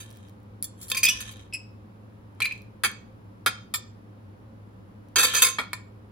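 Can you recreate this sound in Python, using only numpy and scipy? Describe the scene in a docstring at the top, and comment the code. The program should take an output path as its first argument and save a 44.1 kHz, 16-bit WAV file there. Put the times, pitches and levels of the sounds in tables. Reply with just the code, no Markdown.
"""In a kitchen, a steel knife and fork work on a china plate full of food, close to the microphone.
Blows and dying chatter excite plate and steel modes; stick-slip makes the blade squeak; uneven noise grains
make the slides, and short noise ticks the crumbs. At the end both are laid on the rim and rattle.
Behind lie an unsteady appliance hum, air noise, rumble and hiss; decaying noise gives the room's answer."""
import sys
import numpy as np
from scipy import signal
from scipy.fft import rfft, irfft, next_fast_len
from scipy.io import wavfile
from scipy.ndimage import uniform_filter1d

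SR = 44100
rng = np.random.default_rng(int(sys.argv[2]) if len(sys.argv) > 2 else 0)


def wav_record(signal):
    """Record a signal, one row per channel, as 16-bit PCM in the file named by sys.argv[1]."""
    frames = np.transpose(np.atleast_2d(signal))
    bounded = np.clip(frames, -1, 1)
    # unit amplitude maps onto the largest positive 16-bit level
    quanta = np.round(bounded * 32767).astype(np.int16)
    wavfile.write(sys.argv[1], SR, quanta)


def invert_db(level):
    """Linear amplitude ratio for a level in decibels (20 dB per decade), elementwise."""
    return 10 ** (np.asarray(level, dtype=float) / 20)


N = 269451
FRAME = 2 ** 15  # samples in the frame of one short sound
FRAME_HZ = np.fft.rfftfreq(FRAME, 1 / SR)

# All levels are relative within a table, unless a comment says otherwise.
# Narrow bands of appliance hum: (f/Hz, full width at half amplitude/Hz, rms level/dB re full scale)
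HUM_BANDS = [(113.8, 11, -60), (121.8, 24, -66.5), (186.6, 4.6, -63.5), (211.4, 39, -57.5), (297, 19, -64),
             (412.6, 4.4, -71), (518, 45, -67.5)]
# Spectrum of the air noise ahead of its bass roll-off: (f/Hz, level/dB)
AIR_SPECTRUM = [(13, -60), (22, -23.5), (75, -6.5), (108, 0.5), (141, -23.5), (159, -10.5), (207, -10),
                (427, -20.5), (530, -18), (613, -24.5), (1020, -24.5), (2000, -36), (7000, -52.5),
                (9100, -81.5), (15400, -120)]
# Spectrum of the microphone noise: (f/Hz, level/dB)
HISS_SPECTRUM = [(3000, -32), (6000, 0.5), (10000, -2.5), (15500, -4.5), (17000, -6.5)]
# Correlation of left and right in the background: (f/Hz, correlation from -1 to 1)
LIKENESS = [(30, 0.82), (180, .95), (550, 0.075), (1650, -0.43), (4970, 0.21), (15000, -0.81)]
# Decay of the room's answer: (f/Hz, t60/s)
ROOM_DECAY = [(300, .35), (2000, 0.34), (6000, 0.37), (14000, 0.028)]
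# Crisp skin and moist meat letting go: (t/s, level/dB)
CRUMB_EVENTS = [(.1042, -39), (.1123, -41), (.1274, -42.5), (.1506, -48.5), (.161, -49), (.172, -41),
                (.1866, -54), (.286, -46), (0.296, -48.5), (.4024, -58), (.431, -58.5), (1.3706, -48),
                (1.4125, -50), (2.3254, -63.5), (2.3506, -56.5), (2.5785, -44.5), (2.62, -45),
                (2.9158, -33), (5.0861, -48)]
# Spectrum of a crumb: (f/Hz, level/dB)
CRUMB_SPECTRUM = [(800, -27), (2200, -9), (6000, 6), (11000, 4.5), (15500, 2)]
# Steel dragged along: (start of full level t/s, hold/s, grind level/dB, hiss over grind/dB)
DRAG_STROKES = [(.005, 0.0067, -48, -6), (.09, 0.19, -63.5, -9), (.81, .15, -59, 8),
                (1.04, 0.065, -48.5, 1.5), (1.13, 0.16, -44.5, -10.5), (1.36, 0.044, -55, -19),
                (2.41, 0.15, -60.5, -9), (5.29, 0.017, -30.5, -17.5), (5.35, 0.046, -35, -12.5),
                (5.45, 0.066, -46, -3)]
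# Blade edge sticking and slipping: (t/s, length/s, mean slip rate f/Hz, level/dB, overtones/dB per step)
SQUEAK_EVENTS = [(.917, 0.0056, 2480, -29.5, -0.5), (0.946, 0.014, 2410, -27.5, -4.5),
                 (0.968, 0.035, 2454, -24, -4), (1.031, 0.015, 2400, -16.5, -5),
                 (1.038, 0.015, 2470, -17.5, -3.5), (1.05, 0.02, 2467, -13.5, -6),
                 (1.065, 0.021, 3360, -20, -14), (1.068, .012, 2577, -17, -10),
                 (1.08, 0.029, 2542, -17, -11), (1.065, .012, 5940, -21.5, -14.5),
                 (1.086, 0.048, 5877, -17, -14.5), (1.087, 0.014, 3420, -20, -11.5),
                 (1.092, 0.0036, 2747, -20, -7.5), (1.101, 0.043, 2955, -25.5, -2),
                 (1.526, 0.011, 2640, -36, -11), (1.535, 0.034, 2609, -31, 1),
                 (1.543, 0.033, 2578, -31, -7.5), (2.419, 0.0079, 2403, -13.5, -30),
                 (2.421, 0.016, 4110, -25, -26), (2.425, 0.023, 2400, -19, -27),
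                 (2.442, 0.036, 2406, -22, -16), (2.456, .005, 2350, -15.5, -17),
                 (2.457, 0.013, 4190, -26.5, -22), (2.462, 0.0049, 2550, -25, -28),
                 (2.469, 0.027, 2365, -29.5, -31), (2.511, 0.0085, 2410, -24.5, -34),
                 (2.521, 0.012, 2465, -27, -20)]
# Modes of the china plate: (f/Hz, level/dB, t60/s ahead of contact damping)
PLATE_MODES = [(258, -21, .05), (457, -25, 0.091), (645, -26.5, .06), (870, -28, 0.066), (1390, 0, 0.052),
               (1660, -5.5, 0.05), (1876, -9, .05), (2245, -3, 0.067), (2274, -7.5, .06),
               (2446, -17.5, 0.25), (2491, -23.5, 0.1), (3235, -8, .07), (3360, -6.5, 0.036),
               (3595, -12, 0.081), (4096, -9, 0.096), (4900, -10.5, 0.08), (5960, -19, .05),
               (7050, -3.5, .04), (7400, -20.5, 0.058), (8100, -9.5, 0.12), (9550, -12.5, 0.097),
               (11000, -16.5, .06), (12360, -12, .07), (15300, -17.5, .07)]
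# Modes of the knife blade: (f/Hz, level/dB, t60/s ahead of contact damping)
BLADE_MODES = [(501, -18, .15), (1062, -23, 1), (1413, -6, 0.017), (1758, -13, 0.51), (2370, -12.5, .08),
               (2567, -5, 0.079), (3190, -8, 0.21), (3520, -10.5, 0.13), (3696, -5, .07),
               (4206, -6.5, 0.048), (4590, -7.5, 0.072), (4650, -3, 0.042), (6110, -1, 0.074),
               (6480, 5, 0.058), (7606, 1, 0.064), (9230, -2, 0.05), (9800, -20.5, .1), (10630, -23, 0.036),
               (10830, -8, 0.04), (11470, -10, 0.037), (13860, -17, 0.046), (13600, -11, 0.076),
               (14200, -7.5, .1)]
# Modes of the fork: (f/Hz, level/dB, t60/s ahead of contact damping)
TINE_MODES = [(1014, -14, .13), (1240, -5.5, 0.051), (1800, -12, 0.2), (3400, -9.5, 0.079),
              (3570, -18, 0.23), (4392, -2, 0.077), (5050, -7.5, .04), (5800, -4.5, 0.054),
              (6200, -30.5, 0.54), (6350, -14.5, 0.18), (7250, -4, 0.1), (7493, -9, 0.16),
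              (10660, -14, 0.052), (12100, -20.5, 0.14), (10000, -20, 0.13), (10000, -23.5, 0.15),
              (11900, -22, 0.11), (12500, -27.5, 0.16), (15280, -14, .08)]
# Spectrum of the contact tick: (f/Hz, level/dB)
TICK_SPECTRUM = [(150, -20), (400, -16), (1000, -10), (2500, 5), (5500, 0.5), (9000, 21), (13000, 6.5),
                 (16000, -15.5)]
# Knife on china: (t/s, level/dB, steel ring level/dB, hardness/dB per octave, chatter/s)
KNIFE_CONTACTS = [(.0024, -36, -6, 2.5, .02), (.9167, -18.5, 0.5, 0.5, 0.0028),
                  (.9475, -21.5, -6, 0.5, 0.01), (.9712, -23.5, -4.5, 5.5, 0.013),
                  (1.0329, -21.5, 3.5, 3.5, 0.017), (1.0547, -19.5, -7, 8, 0.0068),
                  (1.0865, -13, -7.5, 2.5, 0.011), (1.0978, -24.5, -4, 5, 0.0017),
                  (1.2049, -22.5, -10.5, 1.5, 0.012), (1.3118, -34.5, -16.5, 4.5, .012),
                  (2.4036, -13, -19.5, -2.5, 0.0073), (2.4225, -21.5, -9.5, 2.5, 0.005),
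                  (2.4465, -29, -15, 4, 0.0081), (2.4545, -24.5, -18, 5, 0.01),
                  (2.5225, -43, -4.5, 3.5, 0.0054), (2.836, -3.5, -19.5, -1, .016),
                  (2.8457, -5, -19, -1.5, 0.019), (3.462, 2, -23, -1, 0.014),
                  (3.472, -11.5, -42.5, -4.5, 0.003), (5.158, -10.5, -1.5, -2, .018),
                  (5.1829, -10.5, -3, 0, 0.052), (5.2312, -9.5, -2, -0.5, 0.027),
                  (5.3363, -14.5, -6.5, -1.5, 0.018), (5.3468, -15, -2.5, 0, 0.053),
                  (5.421, -0.5, -6, 1, 0.013), (5.4459, -7, -11.5, 1.5, 0.027),
                  (5.4694, -10.5, -13, -0.5, 0.011)]
# Fork on china: (t/s, level/dB, steel ring level/dB, hardness/dB per octave, chatter/s)
FORK_CONTACTS = [(.6258, -24, -19.5, 11, 0.0081), (.6425, -27, -10, 9, 0.0079),
                 (.8134, -33.5, -12.5, 7.5, 0.03), (.883, -35.5, -13, 9, 0.019),
                 (.9005, -21, -13, 6.5, 0.011), (3.7395, -14, -4.5, 2.5, .014),
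                 (5.5849, -16.5, -11.5, -4.5, .014), (5.594, -23.5, -8.5, -5, 0.023),
                 (5.732, -16, -8.5, -1, 0.0053)]


def unit(x):
    """Normalisation: the signal is scaled to rms 1."""
    return x / np.sqrt(np.mean(x ** 2) + 1e-20)


def along(points, hz):
    """Spectral interpolation: (f/Hz, value) points are joined on a logarithmic axis."""
    f, value = np.transpose(points)
    return np.interp(np.log(hz + 1), np.log(f + 1), value)


def filtered(x, response):
    """Linear filtering: the spectrum is multiplied by a complex response of frequency."""
    size = next_fast_len(N + SR)
    spectrum = rfft(x, size) * response(np.fft.rfftfreq(size, 1 / SR))
    return irfft(spectrum, size)[..., :N]


def causal(gain_db):
    """Minimum phase: folding the cepstrum makes a response of given levels start at the blow."""
    cepstrum = irfft(gain_db * np.log(10) / 20, FRAME)
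    fold = np.r_[1, np.full(FRAME // 2 - 1, 2), 1, np.zeros(FRAME // 2 - 1)]
    return np.exp(rfft(cepstrum * fold))


def modes(table, hz, damping=1):
    """Modal resonance: a unit blow starts each damped oscillator at its level; one row per mode."""
    f, db, t60 = np.transpose(table)[:, :, None]
    width = damping * np.log(1000) / (np.pi * t60)
    return invert_db(db) * SR / np.pi * 1j * hz / (f * f - hz * hz + 1j * hz * width)


def radiated(table, count, scatter_db, damping):
    """Modal radiation: each mode reaches two ports in its own strength and phase; low modes agree in phase."""
    f = np.transpose(table)[0]
    gain = invert_db(scatter_db * rng.standard_normal((count, 2, len(f))))
    shared, apart = rng.standard_normal((2, count, 1, len(f)))
    turn = .4 * shared + .9 * apart * [[1], [-1]]
    turn = turn * np.minimum(f / 2500, 1)
    rows = modes(table, FRAME_HZ, damping)
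    quadrature = rows / (1j * FRAME_HZ + 1)
    return (gain * np.cos(turn)) @ rows + (gain * np.sin(turn) * f) @ quadrature


def placed(times, sounds):
    """Superposition: short stereo sounds add on the time line."""
    out = np.zeros((2, N + FRAME))
    kept = FRAME - 4096  # the end of the frame is left out
    for start, sound in zip(times, sounds):
        out[:, round(start * SR):][:, :kept] += sound[:, :kept]
    return out[:, :N]


def noise_pair(gain):
    """Partial coherence: mid and side noise mix to a pair of rms 1 with a set correlation per frequency."""
    turn = lambda hz: np.arccos(np.clip(along(LIKENESS, hz), -1, 1)) / 2
    split = lambda hz: gain(hz) * [np.cos(turn(hz)), np.sin(turn(hz))]
    mid, side = filtered(rng.standard_normal((2, N)), split)
    return unit(np.array([mid + side, mid - side]))


def rumble():
    """Slow amplitude modulation: low noise wavers and swells once near 1.3 s."""
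    t = np.arange(N) / SR
    sway = uniform_filter1d(rng.standard_normal(N), size=9000)
    sway = unit(uniform_filter1d(sway, size=9000))
    swell_s, swell_width_s, swell_db = 1.3, 0.24, 10
    swell = swell_db * np.exp(-((t - swell_s) / swell_width_s) ** 2)
    level_db, sway_db = -62, -1
    return invert_db(level_db + sway_db * sway + swell) * noise_pair(lambda hz: 1 / (1 + ((hz - 62) / 22) ** 2))


def appliance():
    """Frequency modulation: a motor tone drifts about 105 Hz, among narrow bands of resonant noise."""
    drift = unit(uniform_filter1d(rng.standard_normal(N), size=3000))
    motor = invert_db(-47) * np.sin(2 * np.pi * np.cumsum(105 + 3.0 * drift) / SR)
    bands = sum(invert_db(db) * noise_pair(lambda hz: 1 / (1 + (2 * (hz - f) / width) ** 2))
                for f, width, db in HUM_BANDS)
    return motor + bands


def air():
    """Broadband noise: random pressure is shaped by a spectrum and a bass roll-off at 105 Hz."""
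    return invert_db(-52) * noise_pair(lambda hz: invert_db(along(AIR_SPECTRUM, hz)) / (1 + (105 / (hz + 1)) ** 2))


def microphone_hiss():
    """Self-noise: a steady random signal lies chiefly in the treble."""
    return invert_db(-75.5) * noise_pair(lambda hz: invert_db(along(HISS_SPECTRUM, hz)))


def kitchen():
    """Superposition of independent background sources."""
    return appliance() + air() + rumble() + microphone_hiss()


def room(x):
    """Reverberation: each piece of sound gets a freshly drawn noise tail, decaying at a rate set by frequency."""
    step = 8192  # samples, about a fifth of a second
    pieces = np.pad(x.mean(0), (0, -N % step)).reshape(-1, 1, step)
    noise = rng.standard_normal((len(pieces), 2, FRAME - step - 512))
    hz, t, z = signal.stft(noise, SR, nperseg=256)
    decay = invert_db(-60 * t / along(ROOM_DECAY, hz)[:, None])
    tails = signal.istft(z * decay, SR, nperseg=256)[1]
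    tails = tails / np.linalg.norm(tails, axis=2, keepdims=True)
    delay_s = 0.0035
    times = np.arange(len(pieces)) * step / SR + delay_s
    return placed(times, signal.fftconvolve(pieces, tails, axes=2))


def crumbs():
    """Impulsive release: dry noise ticks last a few milliseconds, with no ring."""
    s, db = np.transpose(CRUMB_EVENTS)
    t60 = 0.003  # s
    snap = rng.standard_normal((len(s), 1, FRAME)) * invert_db(-60 * np.arange(FRAME) / SR / t60)
    colour = invert_db(db)[:, None, None] * causal(along(CRUMB_SPECTRUM, FRAME_HZ))
    return placed(s, irfft(rfft(snap) * colour, FRAME) * [[1], [1]])


def stroke_levels():
    """Envelopes: each stroke rises, holds and falls; returns the grind and hiss sums."""
    s, hold, db, hiss_db = np.transpose(DRAG_STROKES)[:, :, None]
    t = np.arange(N) / SR
    rise, fall = 500.5 * (t - s), 221 * (s + hold - t)  # slopes in dB per second
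    level = invert_db(db + np.minimum(0, np.minimum(rise, fall)))
    return level.sum(0), (invert_db(hiss_db) * level).sum(0)


def slide():
    """Sliding friction: steel over glaze and food gives dense uneven grains, partly through the damped blade."""
    grind, hiss = stroke_levels()
    unevenness_db = 45 * uniform_filter1d(rng.standard_normal(N), size=150)
    grains = rng.standard_normal((2, N)) * invert_db(unevenness_db)
    signs = np.cos(np.arange(len(BLADE_MODES)) * np.pi)  # neighbouring modes alternate in sign
    blade = lambda hz: signs @ modes(BLADE_MODES, hz, damping=6.0)
    drag = filtered(grains, lambda hz: blade(hz) + invert_db(20 + along(TICK_SPECTRUM, hz)))
    low = filtered(drag, lambda hz: 1 / (1 + (hz / 6000) ** 8))
    return grind * unit(low) + hiss * unit(drag - low)


def squeaks():
    """Stick-slip: slips at the blade's own rate form a rough harmonic stack, a little different at each port."""
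    s, length, hz, db, step_db = np.transpose(SQUEAK_EVENTS)[:, :, None]
    t = np.arange(2048) / SR
    u = np.clip(t / length, 0, 1)
    jitter = rng.standard_normal((2, len(s), len(t)))
    rate_jitter, force_jitter = unit(uniform_filter1d(jitter, size=40))
    sag = .01  # share by which the slip rate falls during a squeak
    rate = hz * (1 + sag * (.5 - u)) * (1 + .04 * rate_jitter)
    phase = 2 * np.pi * np.cumsum(rate, axis=1) / SR
    stack = sum(invert_db(step_db * (k - 1)) * np.sin(k * phase + k * k) for k in range(1, 6))
    force = invert_db(db + 0.5 * force_jitter) * np.sin(np.pi * u ** 0.34) * stack
    ports = np.exp(.6j * rng.standard_normal((len(s), 2, 1))) / (1 + (FRAME_HZ / 9000) ** 4)
    return placed(s[:, 0], irfft(rfft(force, FRAME)[:, None] * ports, FRAME))


def tilted(slope_db):
    """Contact stiffness: harder contacts push more treble."""
    return causal(np.outer(slope_db, np.log2((FRAME_HZ + 200) / 3000)))[:, None]


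def contacts(table, steel, medium_db, loss, tick_db):
    """Impact: a blow and dying micro-bounces make plate and steel ring together."""
    s, db, steel_db, hardness_db, chatter = np.transpose(table)
    plate_db = medium_db - loss * hardness_db  # light hard tips move little china
    t = np.arange(FRAME) / SR
    chatter = np.clip(chatter, .001, .2)[:, None]
    landing = np.minimum(0.006 / chatter, 1)  # a long rattle starts with a softer landing
    blow = rfft(landing * invert_db(-60 * t / 0.00016))[:, None]
    bounces = rng.standard_normal((len(s), FRAME)) * invert_db(-8 * (t / chatter) ** 1.3)
    bounces = rfft(0.12 * bounces)[:, None]

    ring = irfft(radiated(steel, len(s), scatter_db=0.5, damping=1.8), FRAME)
    ring = rfft(ring * invert_db(-7000 * chatter * t)[:, None])  # steel that keeps touching is damped
    china = radiated(PLATE_MODES, len(s), scatter_db=3.5, damping=2.6)
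    body = invert_db(plate_db - 19.5)[:, None, None] * china + invert_db(steel_db - 14.5)[:, None, None] * ring
    body = body * (1j * FRAME_HZ / (1j * FRAME_HZ + 150)) ** 2  # bass cut

    tick = causal(tick_db + along(TICK_SPECTRUM, FRAME_HZ)) * (blow + .22 * bounces)
    spectrum = tilted(hardness_db) * ((blow + bounces) * body + tick)
    sound = irfft(invert_db(db)[:, None, None] * spectrum, FRAME)
    # random level wobble roughens the ring, growing over the first 10 ms
    wobble = unit(uniform_filter1d(rng.standard_normal((len(s), 1, FRAME)), size=300))
    return placed(s, sound * invert_db(1.5 * wobble * np.minimum(t / .01, 1)))


def scene():
    """Superposition: cutlery near the microphone, its room and the kitchen behind."""
    knife = contacts(KNIFE_CONTACTS, BLADE_MODES, medium_db=-7, loss=.4, tick_db=-5.0)
    fork = contacts(FORK_CONTACTS, TINE_MODES, medium_db=-3, loss=1.2, tick_db=-5.5)
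    near = knife + fork + crumbs() + squeaks() + slide()
    return near + invert_db(-11.5) * room(near) + kitchen()


def band_limit(x):
    """A steep low-pass at the top of the band."""
    return signal.sosfilt(signal.butter(12, 17160, fs=SR, output="sos"), x)


def record(dry):
    """Comb interference: above 6.6 kHz one port feeds both channels, a fifth of a millisecond apart."""
    single = lambda hz: 1 / (1 + (6600 / (hz + 1)) ** 12)
    twist = lambda hz: np.exp(np.outer([-1j, 1j], np.pi * (hz - 11000) / 4870))  # in phase at 11 kHz
    two_ports = filtered(dry, lambda hz: 1 - single(hz))
    one_port = filtered(dry[0], lambda hz: single(hz) * twist(hz))
    wide = filtered(two_ports + one_port, lambda hz: 1 / (1 + (hz / 16000) ** 30))
    wide = wide / (1 + np.abs(wide / .97) ** 6) ** (1 / 6)  # the input stage rounds off the loudest peaks
    return band_limit(wide)


dry = scene()
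out = record(dry)
wav_record(out)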